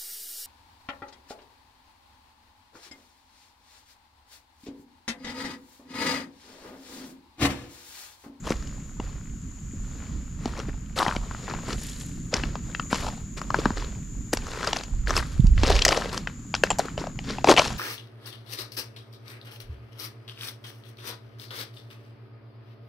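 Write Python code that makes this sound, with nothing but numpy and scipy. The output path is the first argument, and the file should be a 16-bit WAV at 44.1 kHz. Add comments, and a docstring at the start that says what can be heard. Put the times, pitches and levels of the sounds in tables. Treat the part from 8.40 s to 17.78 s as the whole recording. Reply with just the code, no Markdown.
"""Slow steps on creek stones

Someone walks slowly over loose stones and gravel in a dry creek bed in a wood.
Large stones knock (short ringing tones) and grind (dense random catches that ring the stones).
Pebbles, grit and sand crunch: thousands of tiny random collisions under each press of the shoe.
Insects whirr high in the trees (wavering noise in a narrow band of treble).
Air and the jolts of walking rumble on the microphone (deep noise), and one gust thumps it."""
import sys
import numpy as np
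from scipy import signal
from scipy.fft import rfft, irfft, next_fast_len
from scipy.io import wavfile
from scipy.ndimage import uniform_filter1d

SR = 44100
rng = np.random.default_rng(int(sys.argv[2]) if len(sys.argv) > 2 else 0)


def generate_wav(signal):
    """Clip the signal to [-1, 1] and save it as 16-bit WAV at the path in sys.argv[1]."""
    frames = np.transpose(np.atleast_2d(signal))
    scaled = np.clip(frames, -1, 1) * 32767
    pcm = np.round(scaled).astype(np.int16)
    wavfile.write(sys.argv[1], SR, pcm)


N = 413658  # length in samples
CURVE_STEP = 40  # samples between the points of a swell


def from_db(db):
    """Turn decibels into a gain."""
    return 10 ** (np.asarray(db) / 20)


def rms_one(x):
    """Scale a sound to an average (rms) level of 1."""
    return x / np.sqrt(np.mean(x ** 2) + 1e-20)


def gains_in_time(rows):
    """Join the rows with straight lines in dB; gives one gain curve for each dB column."""
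    seconds, *columns = np.transpose(rows)
    t = np.arange(N) / SR
    return [from_db(np.interp(t, seconds, column)) for column in columns]


def colour(x, points):
    """Filter a sound through (pitch_hz, level_db) points, without any sound before its cause."""
    size = next_fast_len(N + SR // 2, real=True)
    hz, db = np.transpose(points)
    grid = np.fft.rfftfreq(8192, 1 / SR) + 1  # 1 Hz up, as zero has no logarithm
    wanted = from_db(np.interp(np.log(grid), np.log(hz), db))
    # folding the cepstrum gives the minimum-phase filter
    cepstrum = irfft(np.log(wanted))
    cepstrum[1:len(grid) - 1] *= 2
    cepstrum[len(grid):] = 0
    response = irfft(np.exp(rfft(cepstrum)))
    return irfft(rfft(x, size) * rfft(response, size), size)[..., :N]


def pan(x, db):
    """Make left louder than right by db; a negative db leans right."""
    return x * from_db(db * np.array([[1], [-1]]) / 2)


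def drift(rate):
    """A random curve of rms 1 with this many turning points a second."""
    points = rng.standard_normal(int(N / SR * rate) + 2)
    return rms_one(np.interp(np.arange(N) / SR * rate, np.arange(len(points)), points))


def noise(spectrum, side_db):
    """Coloured stereo noise of rms 1, partly different in the two ears."""
    mid, side = rng.standard_normal((2, N))
    return rms_one(colour(mid + from_db(side_db) * side * [[1], [-1]], spectrum))


def ring(clicks, hz, cycles):
    """A resonance at one pitch that dies by 60 dB in so many cycles."""
    angle = 2 * np.pi * hz / SR
    radius = np.exp(-np.log(1000) * hz / (cycles * SR))
    feedback = [1, -2 * radius * np.cos(angle), radius * radius]
    return signal.lfilter([1, 0, -1], feedback, clicks + 1e-18)


def blow(x, db):
    """Give a short sound the energy of 5 ms at this level."""
    return from_db(db) * x / np.sqrt(np.sum(x ** 2) / (.005 * SR))


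def add(out, s, sound):
    """Mix a sound in at time s."""
    at = round(s * SR)
    out[at:at + len(sound)] += sound[:N - at]


def swell(start, swell_s, release_s):
    """Build up to 1, then let go, falling 20 dB in the release time; both are curved."""
    t = np.arange(0, N, CURVE_STEP) / SR - start
    rise = np.clip(t / swell_s, 0, 1) ** 1.4
    return rise * from_db(-20 * (np.maximum(t - swell_s, 0) / release_s) ** 1.3)


def together(shapes, dbs):
    """One gain curve from overlapping swells, whose powers add."""
    gain = np.sqrt(from_db(dbs) ** 2 @ np.square(shapes))
    return np.interp(np.arange(N), np.arange(0, N, CURVE_STEP), gain)


# Tone of the hush of the wood and of the insects: pitch_hz, level_db
HUSH_TONE = [(400, -5), (800, -7.5), (1200, 3), (2500, -3), (3800, -7.5), (5500, -6.5), (8000, -31),
             (9300, -14.5), (13600, -21), (14600, -29)]
INSECT_TONE = [(5000, -27), (6100, -12.5), (6550, 0), (7000, 5.5), (7300, 2), (7600, -7.5), (7950, -14.5),
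               (8400, -29)]


def woods(insect_db=-50.5, waver_db=-2.2, hush_db=-61):
    """Many far insects blend into one wavering high whirr over the hush of the wood."""
    whirr_gain = from_db(insect_db + waver_db * drift(rate=2.68))
    insects = whirr_gain * noise(INSECT_TONE, side_db=-6.5)
    hush = from_db(hush_db) * noise(HUSH_TONE, side_db=-6.5)
    return pan(insects, db=2.5) + pan(hush, db=9.5)


# Tone of the deep and the upper rumble: pitch_hz, level_db
DEEP_TONE = [(12, -14.5), (25, -1), (50, 2), (95, -7), (150, -20), (300, -61), (2000, -110)]
UPPER_TONE = [(60, -18.5), (115, 1.5), (180, 0.5), (265, -4), (325, -14), (500, -30), (4000, -100)]
# Breeze on the microphone, before the trims in air(): time_s, deep_level_db, upper_level_db
BREEZE_LEVELS = [(0.0, -41.5, -43.5), (2.6, -38.5, -40.5), (3.65, -42.5, -38.5), (5.4, -39, -39.5),
                 (6.3, -40, -42.5), (7.8, -45.5, -38.5), (9.38, -38.5, -39.5)]
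# Gusts on the microphone, before the same trims: start_s, swell_s, release_s, deep_level_db
GUST_SWELLS = [(6.5, 0.058, 0.42, -21), (6.921, 0.077, 0.62, -16.5), (7.15, 0.26, 0.047, -24.5)]
# The thump of a gust: start_s, level_db, pitch_hz
GUST_THUMPS = [(6.995, -9.5, 128), (7.042, -13.5, 148.7)]


def air(deep_db=0.5, upper_db=1.0, gust_upper_db=-29, surge_db=2.0, thump_s=0.0041):
    """Breeze and gusts make a low, uneven rumble, its deep part stronger on the right; one gust thumps."""
    deep_gain, upper_gain = gains_in_time(BREEZE_LEVELS)
    gust = together([swell(s, up, down) for s, up, down, _ in GUST_SWELLS], [db for *_, db in GUST_SWELLS])
    deep = np.hypot(deep_gain, gust) * noise(DEEP_TONE, side_db=-17.5)
    upper = np.hypot(upper_gain, from_db(gust_upper_db) * gust) * noise(UPPER_TONE, side_db=-21.0)
    rumble = pan(from_db(deep_db) * deep, db=-3.5) + pan(from_db(upper_db) * upper, db=0.5)
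    surges = rms_one(from_db(surge_db * drift(rate=12)))
    thump = np.zeros(N)
    t = np.arange(SR // 10) / SR
    for s, db, hz in GUST_THUMPS:
        push = t ** 2 * np.exp(-2 * t / thump_s)  # strongest after thump_s
        add(thump, s, blow(np.sin(2 * np.pi * hz * t) * push, db))
    return surges * rumble + pan(thump, db=-11.0)


# The shoe comes down; the level is that of the ground's thud: start_s, level_db
FOOTFALL_THUDS = [(0.106, -17), (0.598, -25.5), (1.335, -30.5), (2.058, -21.5), (2.2, -35), (2.285, -29),
                  (2.679, -22), (2.765, -25), (3.295, -29), (3.94, -27), (4.036, -25), (4.529, -18.5),
                  (5.188, -20), (5.258, -13.5), (5.306, -23.5), (5.936, -19), (7.236, -24.5)]


def jolts(jolt_db=-33, swell_s=0.036, release_s=0.29):
    """Each footfall shakes the hand-held microphone into a short, deep rumble, always equally strong."""
    shapes = [swell(s, swell_s, release_s) for s, _ in FOOTFALL_THUDS]
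    shake = together(shapes, [jolt_db] * len(FOOTFALL_THUDS))
    return pan(shake * noise(DEEP_TONE, side_db=-22), db=-2.5)


# The shoe loads the gravel, before a small lift in footsteps():
# start_s, swell_s, release_s, pebble_level_db, grit_level_db, sand_level_db
SHOE_PRESSES = [(0.02, 0.089, 0.043, -30, -37, -45.5), (.11, 0.022, 0.47, -50, -53, -69),
                (.6, 0.037, 0.3, -50, -55, -72.5), (1.2, 0.45, 0.38, -51, -56, -73.5),
                (1.968, 0.094, 0.31, -42, -49, -61.5), (2.148, 0.038, 0.073, -35.5, -43, -60),
                (2.26, 0.028, 0.034, -41.5, -52, -68.5), (2.555, .014, 0.19, -33, -32, -39.5),
                (2.6, 0.45, 0.45, -46, -49, -63), (3.059, 0.046, .15, -35.5, -46.5, -69),
                (3.19, 0.14, 0.035, -33.5, -38, -48), (3.301, .13, 0.42, -52, -45, -45.5),
                (3.91, 0.026, 0.21, -33, -37.5, -61), (4.101, 0.19, 0.29, -52, -57, -70.5),
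                (4.493, 0.03, 0.24, -35, -35, -43.5), (4.965, 0.011, 0.028, -31, -35, -46),
                (5.1, 0.08, 0.24, -37, -41.5, -55.5), (5.349, 0.02, 0.22, -40, -43.5, -61.5),
                (5.922, 0.011, 0.036, -35, -36.5, -40), (5.9, 0.38, 0.16, -35, -38.5, -51.5),
                (6.31, 0.055, 0.08, -37, -37, -50), (6.66, 0.036, 0.071, -31.5, -33, -47.5),
                (6.74, 0.022, 0.06, -26, -26.5, -33), (7.14, 0.17, 0.26, -33, -30, -49),
                (7.42, 0.092, 0.26, -30.5, -33.5, -46), (7.699, 0.037, 0.1, -34, -38, -49),
                (8.385, 0.023, 0.16, -37.5, -43.5, -54.5), (8.569, 0.017, 0.12, -35, -41.5, -64.5),
                (8.811, 0.094, 0.14, -38, -38, -62.5), (9.04, 0.053, 0.091, -23, -29, -40.5),
                (9.155, 0.029, 0.17, -28.5, -25, -37)]
# A stone knocks on another, before the edge clicks are coloured:
# start_s, knock_level_db, knock_pitch_hz, click_level_db, click_pitch_hz
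STONE_KNOCKS = [(0.077, -33, 600, -42, 4500), (0.105, -24, 433, -32, 5450), (0.273, -62, 1220, -44, 5250),
                (0.6, -31.5, 698, -40.5, 2920), (2.057, -27, 791.6, -33, 4800),
                (2.2, -33.5, 1039, -36.5, 3840), (2.601, -21, 951, -40, 3502), (2.61, -22, 1080, -40, 3040),
                (2.619, -20, 1040, -36, 3030), (2.628, -19, 892, -37.5, 3910),
                (2.664, -19, 1030, -38, 3190), (2.681, -25.5, 1050, -27.5, 3150),
                (2.69, -24.5, 1010, -42, 2410), (2.712, -27, 1310, -42, 2410),
                (2.724, -29, 1160, -45, 2270), (2.751, -32.5, 816, -44, 5770), (2.764, -31, 506, -30, 3300),
                (2.911, -33, 1150, -52, 5610), (2.948, -34, 1150, -55, 6820),
                (3.08, -31, 1063, -49.5, 3350), (3.111, -32.5, 1150, -42.5, 2290),
                (3.138, -29, 905, -39, 2930), (3.33, -48, 1099, -30.5, 4400),
                (3.931, -23.5, 517.3, -50, 3790), (3.94, -35, 2100, -18, 4480),
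                (4.036, -33, 1422, -29.5, 2575), (4.155, -29, 1008, -38.5, 3780),
                (4.349, -30.5, 1652, -31, 2600), (4.397, -24.5, 1353, -31.5, 2875),
                (4.529, -18.5, 1079, -26.5, 3565), (4.545, -27, 896, -29.5, 5180),
                (4.557, -32.5, 1001, -30, 4290), (5.016, -28.5, 1120, -39.5, 5680),
                (5.104, -21.5, 1120, -37.5, 4664), (5.144, -15, 1094, -33.5, 4240),
                (5.188, -24.5, 438.3, -36.5, 3760), (5.256, -15.5, 1070, -27.5, 3554),
                (5.305, -27, 948, -41.5, 4310), (5.373, -33, 1378, -40, 3683),
                (5.931, -20, 441, -27.5, 4560), (5.972, -31, 876, -27.5, 5104),
                (6.068, -35.5, 1364, -40.5, 6050), (6.23, -28.5, 1405, -33, 3180),
                (6.246, -31.5, 1476, -31, 4300), (6.274, -26, 546, -24.5, 4900),
                (6.331, -23.5, 850, -20.5, 4000), (6.364, -28, 680, -30.5, 3112),
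                (6.436, -47, 891.5, -34.5, 5555), (6.673, -28, 1584, -37, 2493),
                (6.695, -28.5, 1389, -38, 6494), (6.707, -22, 1246, -39, 2972),
                (6.766, -23.5, 1208, -19, 4960), (6.776, -30, 1117, -24.5, 2590),
                (6.794, -36.5, 1270, -32, 3010), (7.069, -52, 1514, -37.5, 4930),
                (7.179, -36, 1912, -35, 2230), (7.234, -17, 494.5, -22.5, 3844),
                (7.271, -31.5, 919.5, -26.5, 5220), (7.296, -26, 450, -34.5, 3000),
                (7.313, -21, 520, -36, 4725), (7.354, -28, 417.6, -27, 4610), (7.391, -30, 2106, -24, 3640),
                (7.421, -34.5, 1207, -15, 4180), (7.451, -17, 1957, -10, 5110),
                (7.464, -19, 626, -29.5, 4930), (7.481, -22.5, 550, -16.5, 5000),
                (7.489, -20, 749.6, -17, 5165), (7.526, -19.5, 1008, -21.5, 3203),
                (7.574, -18.5, 515.5, -27.5, 4173), (7.621, -27, 1096, -37, 3067),
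                (7.657, -26.5, 452, -36.5, 2744), (7.777, -30, 1234, -26, 5175),
                (7.873, -27, 1505, -30, 2600), (8.141, -22.5, 1150, -21.5, 2980),
                (8.15, -28.5, 1400, -22.5, 4160), (8.236, -14, 524, -18.5, 2560),
                (8.237, -17, 1394, -22, 6240), (8.304, -21, 807, -24, 2885), (8.31, -21, 997, -27, 2835),
                (8.315, -23, 766, -36.5, 2900), (8.386, -29, 911, -27.5, 6890),
                (8.393, -15, 714, -27, 6700), (8.484, -32.5, 1480, -48.5, 3525),
                (8.578, -25, 655.5, -33.5, 2810), (8.64, -30, 716, -52, 3727),
                (8.67, -27.5, 567, -43.5, 4764), (8.79, -35, 716, -33, 2600),
                (8.984, -27, 794.5, -36, 2500), (9.044, -13, 798, -23.5, 4253),
                (9.073, -15.5, 889, -25, 2893), (9.087, -8, 401.5, -19, 2835), (9.094, -11, 846, -21, 6270),
                (9.115, -14, 950, -25, 3000), (9.123, -17, 947, -22.5, 3650),
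                (9.165, -28, 880, -20.5, 3150), (9.175, -22, 960, -14.5, 2730),
                (9.18, -17, 696, -15.5, 2918), (9.195, -12, 655, -16, 3034),
                (9.244, -41, 1400, -27.5, 4000)]


def shifting(settle_db=-20.5, settle_s=.45, stir_swell_s=.008, stir_s=.07):
    """How strongly pebbles, grit and sand move: presses, their settling, and the stir after each knock."""
    presses = [np.maximum(swell(s, up, down), from_db(settle_db) * swell(s, up, settle_s))
               for s, up, down, *_ in SHOE_PRESSES]
    stirs = [swell(s, stir_swell_s, stir_s) for s, *_ in STONE_KNOCKS]
    _, knock_db, _, click_db, _ = np.transpose(STONE_KNOCKS)
    # a knock stirs the pebbles, its edge click the grit and the sand
    stirred = knock_db - 23, click_db - 23, click_db - 37
    rests_db = -67, -73, -87.5  # the bed is never quite still under the walker
    press_levels = np.transpose(SHOE_PRESSES)[3:]
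    return [np.hypot(together(presses + stirs, np.r_[press, stir]), from_db(rest))
            for press, stir, rest in zip(press_levels, stirred, rests_db)]


# Tone of each size of grain: pitch_hz, level_db
PEBBLE_TONE = [(120, -33.5), (260, 6.5), (450, 2.5), (750, -8), (1100, -2), (1700, -8), (2500, -10),
               (5000, -40)]
GRIT_TONE = [(900, -12.5), (1600, 4.5), (2300, 1.5), (3700, 4), (5200, 3), (7200, -4.5), (8400, -9.5),
             (14000, -27.5)]
SAND_TONE = [(3000, 0), (6000, 6), (7600, 8), (8700, -0.5), (10600, 0.5), (13500, -12), (15000, -21)]


def grains(level, spectrum, per_s, spread_db, cycles, low_hz, high_hz, even_s=0.0435, own_octaves=0.52, count=14):
    """Random collisions, more when the shoe presses harder; each rings short modes around its own pitch."""
    chance = per_s * (.5 + np.sqrt(level / level.max())) / SR
    hits = np.flatnonzero(rng.random(N) < chance)
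    sizes = from_db(spread_db * np.minimum(rng.exponential(1, len(hits)), 4))
    own_hz = low_hz * (high_hz / low_hz) ** rng.random(len(hits))
    x = 0
    for hz in np.geomspace(low_hz, high_hz, count):
        clicks = np.zeros(N)
        near = np.exp(-(np.log2(hz / own_hz) / own_octaves) ** 2)
        strength = rng.standard_normal(len(hits)) * rng.exponential(1, len(hits))
        clicks[hits] = sizes * near * strength
        x = x + hz * ring(clicks, hz, cycles)
    x = rms_one(colour(x, spectrum))
    # the work of the shoe is shared among the grains that move at that moment
    power = np.abs(uniform_filter1d(x ** 2, int(even_s * SR)))
    return level * x / np.sqrt(power + 0.1)


def gravel(pebble, grit, sand, rustle_db=-48, sand_rustle_db=-66, slip_db=4.5):
    """Pebbles clack, grit crackles and sand hisses; faint shifting blurs to a rustle of plain noise."""
    pebbles = grains(pebble, PEBBLE_TONE, per_s=1500, spread_db=2.2, cycles=9.9, low_hz=356.0, high_hz=2226)
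    grits = grains(grit, GRIT_TONE, per_s=2400, spread_db=4.5, cycles=17.0, low_hz=1590, high_hz=6940)
    sands = grains(sand, SAND_TONE, per_s=1200, spread_db=0.5, cycles=5.7, low_hz=5640, high_hz=15400)
    # the bed sticks and gives way, moving all sizes at once
    slips = rms_one(from_db(slip_db * drift(rate=170)))
    layers = [(pebbles, pebble, PEBBLE_TONE, rustle_db),
              (grits, grit, GRIT_TONE, rustle_db),
              (sands, sand, SAND_TONE, sand_rustle_db)]
    out = 0
    for grain, level, spectrum, blur_db in layers:
        blurred = 1 / (1 + level / from_db(blur_db))  # share of rustle, near 1 when faint
        crunch = np.sqrt(1 - blurred) * slips * grain
        rustle = np.sqrt(blurred) * level * noise(spectrum, side_db=-9.0)
        out = out + crunch + rustle
    return out


def contact(slip_s=0.0022, slip_db=-20, settle_s=0.016, settle_db=-39):
    """The force of one touch: an impulse, a rough slip and a little settling."""
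    t = np.arange(SR // 16) / SR
    slip = from_db(slip_db) * np.exp(-(t / slip_s) ** 2)
    settling = from_db(settle_db) * np.exp(-t / settle_s)
    return (t == 0) + (slip + settling) * rng.laplace(0, np.sqrt(.5), len(t))


def struck(force, hz, modes, unlike=0.012, top=1.82):
    """A stone's modes, each slightly off at random in pitch; the contact time limits the top."""
    x = 0
    for multiple, db, cycles in modes:
        mode_hz = hz * multiple * np.exp(unlike * rng.standard_normal())
        x = x + blow(ring(force, mode_hz, cycles), db)
    return signal.sosfilt(signal.butter(3, top * hz, fs=SR, output="sos"), x)


# What the body of a knocked stone rings with: pitch_multiple, level_db, cycles to die away
BODY_MODES = [(.58, -5, 33), (1, 18, 7.4), (1.38, -15.5, 14)]


def clack(force, hz, bottom=0.27):
    """The body of a stone: too small to radiate much below its lowest mode."""
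    low_cut = signal.butter(2, bottom * hz, "high", fs=SR, output="sos")
    return signal.sosfilt(low_cut, struck(force, hz, BODY_MODES))


def thud(force, db, thud_hz=243, thud_cycles=3.6):
    """The ground answers a blow with one low, dead mode, at 0.91 of thud_hz."""
    return blow(struck(force, thud_hz, [(0.91, 0, thud_cycles)]), db)


def loose_stones(pebble, per_s=29, typical_db=-51, spread_db=2, follows=0.49, middle_hz=1150, spread_octaves=0.69):
    """Small stones roll loose and tick at random, each with a random size, louder while the bed moves."""
    out = np.zeros(N)
    moving_db = 20 * np.log10(pebble)
    moving_db = moving_db - moving_db.mean()
    chance, sizes = rng.random(N), rng.standard_normal((N // 64 + 1, 2))
    force = contact()
    for i in np.flatnonzero(chance < per_s / SR):
        strength, size = np.clip(sizes[i // 64], -2, 2)
        knock = clack(force, middle_hz * 2 ** (spread_octaves * size))
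        # follows: share of the pebbles' swing in dB
        add(out, i / SR, blow(knock, typical_db + follows * moving_db[i] + spread_db * strength))
    return out


# The sole drags stones over each other; the level is that of the body, the rasp comes on top:
# start_s, swell_s, release_s, level_db, pitch_hz
STONE_GRINDS = [(2.558, .022, 0.22, -26.5, 879), (4.595, 0.024, 0.15, -31, 750),
                (6.03, 0.26, 0.13, -33.5, 1119), (6.68, 0.087, .09, -29, 1250),
                (7.18, .14, 0.16, -27.5, 490.5), (7.44, 0.081, 0.17, -27.5, 559.7),
                (9.046, 0.061, 0.059, -14, 420), (9.166, 0.017, 0.12, -22, 770)]


def grinding(per_s=2000, cycles=2.8, burst_db=5.5, bursts_per_s=150, rasp_db=-8):
    """Dense catches and slips in uneven bursts ring the dragged stones and rasp on their edges."""
    bursts = from_db(burst_db * drift(rate=bursts_per_s))
    catches = (rng.random(N) < per_s / SR) * rng.standard_normal(N) * bursts
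    rasp = from_db(rasp_db) * rms_one(colour(catches, GRIT_TONE))
    out = 0
    for s, up, down, db, hz in STONE_GRINDS:
        # stones of like size merge into one broad resonance
        band = signal.butter(2, [hz / 2, hz * 2], "band", fs=SR, output="sos")
        body = signal.sosfilt(band, ring(catches, hz, cycles))
        out = out + together([swell(s, up, down)], [db]) * (rms_one(body) + rasp)
    return out


# A thin chip of slate pings: start_s, level_db, pitch_hz
SLATE_PINGS = [(7.419, -23.5, 3300), (8.304, -20.5, 7440), (8.316, -28, 7300), (8.391, -28.5, 7070)]


def pings(cycles=85):
    """Slate chips ring for more cycles than the round stones."""
    out = np.zeros(N)
    for s, db, hz in SLATE_PINGS:
        add(out, s, blow(struck(contact(), hz, [(1, 0, cycles)], top=1), db))
    return out


# What the edge of a knocked stone rings with: pitch_multiple, level_db, cycles to die away
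EDGE_MODES = [(.7, 11, 3.1), (1, 10.5, 9.1), (1.26, -28, 37), (1.56, -11, 3)]
# Tone shared by all edge clicks: pitch_hz, level_db
EDGE_TONE = [(3000, 2), (3700, -7), (4600, 0), (7600, 1), (8500, -12.5), (14000, -4)]


def stones(rebound_db=-3, ground_db=-16):
    """Each touch excites the stone and the ground, and with a quick rebound its edge; footfalls thud."""
    knocks, clicks = np.zeros(N), np.zeros(N)
    for s, knock_db, knock_hz, click_db, click_hz in STONE_KNOCKS:
        force = contact()
        delay_s = rng.uniform(.0007, 0.002)
        rebound = np.roll(force, int(delay_s * SR)) * from_db(rebound_db)
        knock = clack(force, knock_hz)
        click = struck(force + rebound, click_hz, EDGE_MODES)
        add(knocks, s, blow(knock, knock_db) + thud(force, knock_db + ground_db))
        add(clicks, s, blow(click, click_db))
    for s, db in FOOTFALL_THUDS:
        add(knocks, s, thud(contact(), db))
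    return knocks + colour(clicks, EDGE_TONE)


# Sound scattered by the stones nearby: pitch_hz, level_db
SCATTER_TONE = [(300, -36), (1000, -20), (5000, -18), (8000, -6), (13000, 0.5)]
# The tail among the trees, before wet_db: pitch_hz, level_db
TAIL_TONE = [(100, -42), (500, -8), (1300, 2.5), (5000, -9), (14000, -4)]


def among_trees(x, t60=0.64, wet_db=-20, scatter_s=0.0049):
    """Near stones scatter the treble at once; trunks and banks return a faint tail, different in each ear."""
    t = np.arange(SR) / SR
    near = rms_one(rng.standard_normal((2, SR)) * np.exp(-t / scatter_s))
    fade = from_db(-60 * t / t60) * np.minimum(t / 0.0035, 1)
    far = rms_one(rng.standard_normal((2, SR)) * fade)
    scatter = signal.fftconvolve(x, near / np.sqrt(SR), axes=1)[:, :N]
    tail = signal.fftconvolve(x, far / np.sqrt(SR), axes=1)[:, :N]
    return x + colour(scatter, SCATTER_TONE) + from_db(wet_db) * colour(tail, TAIL_TONE)


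# The steps lean to the left: pitch_hz, left_over_right_db
STEP_LEAN = [(100, 0.5), (400, 0.5), (1200, 5), (4400, 1.2), (8000, 0.5), (12000, 2.5)]


def footsteps(pebble, grit, sand, gravel_db=0.5):
    """Stones and gravel, a little to the left, with their echo among the trees."""
    ground = stones() + pings() + grinding() + loose_stones(pebble)
    left, right = ground + from_db(gravel_db) * gravel(pebble, grit, sand)
    left = colour(left, [(hz, db / 2) for hz, db in STEP_LEAN])
    right = colour(right, [(hz, -db / 2) for hz, db in STEP_LEAN])
    return among_trees(np.array([left, right]))


def scene():
    """Wood, air, jolts and steps together."""
    return woods() + air() + jolts() + footsteps(*shifting())


def record(dry, cutoff_hz=16600):
    """Peaks are clipped at full scale, then the top is cut steeply."""
    top_cut = signal.cheby2(12, 70, cutoff_hz, fs=SR, output="sos")
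    return signal.sosfilt(top_cut, np.clip(dry, -1, 1))


dry = scene()
out = record(dry)
generate_wav(out)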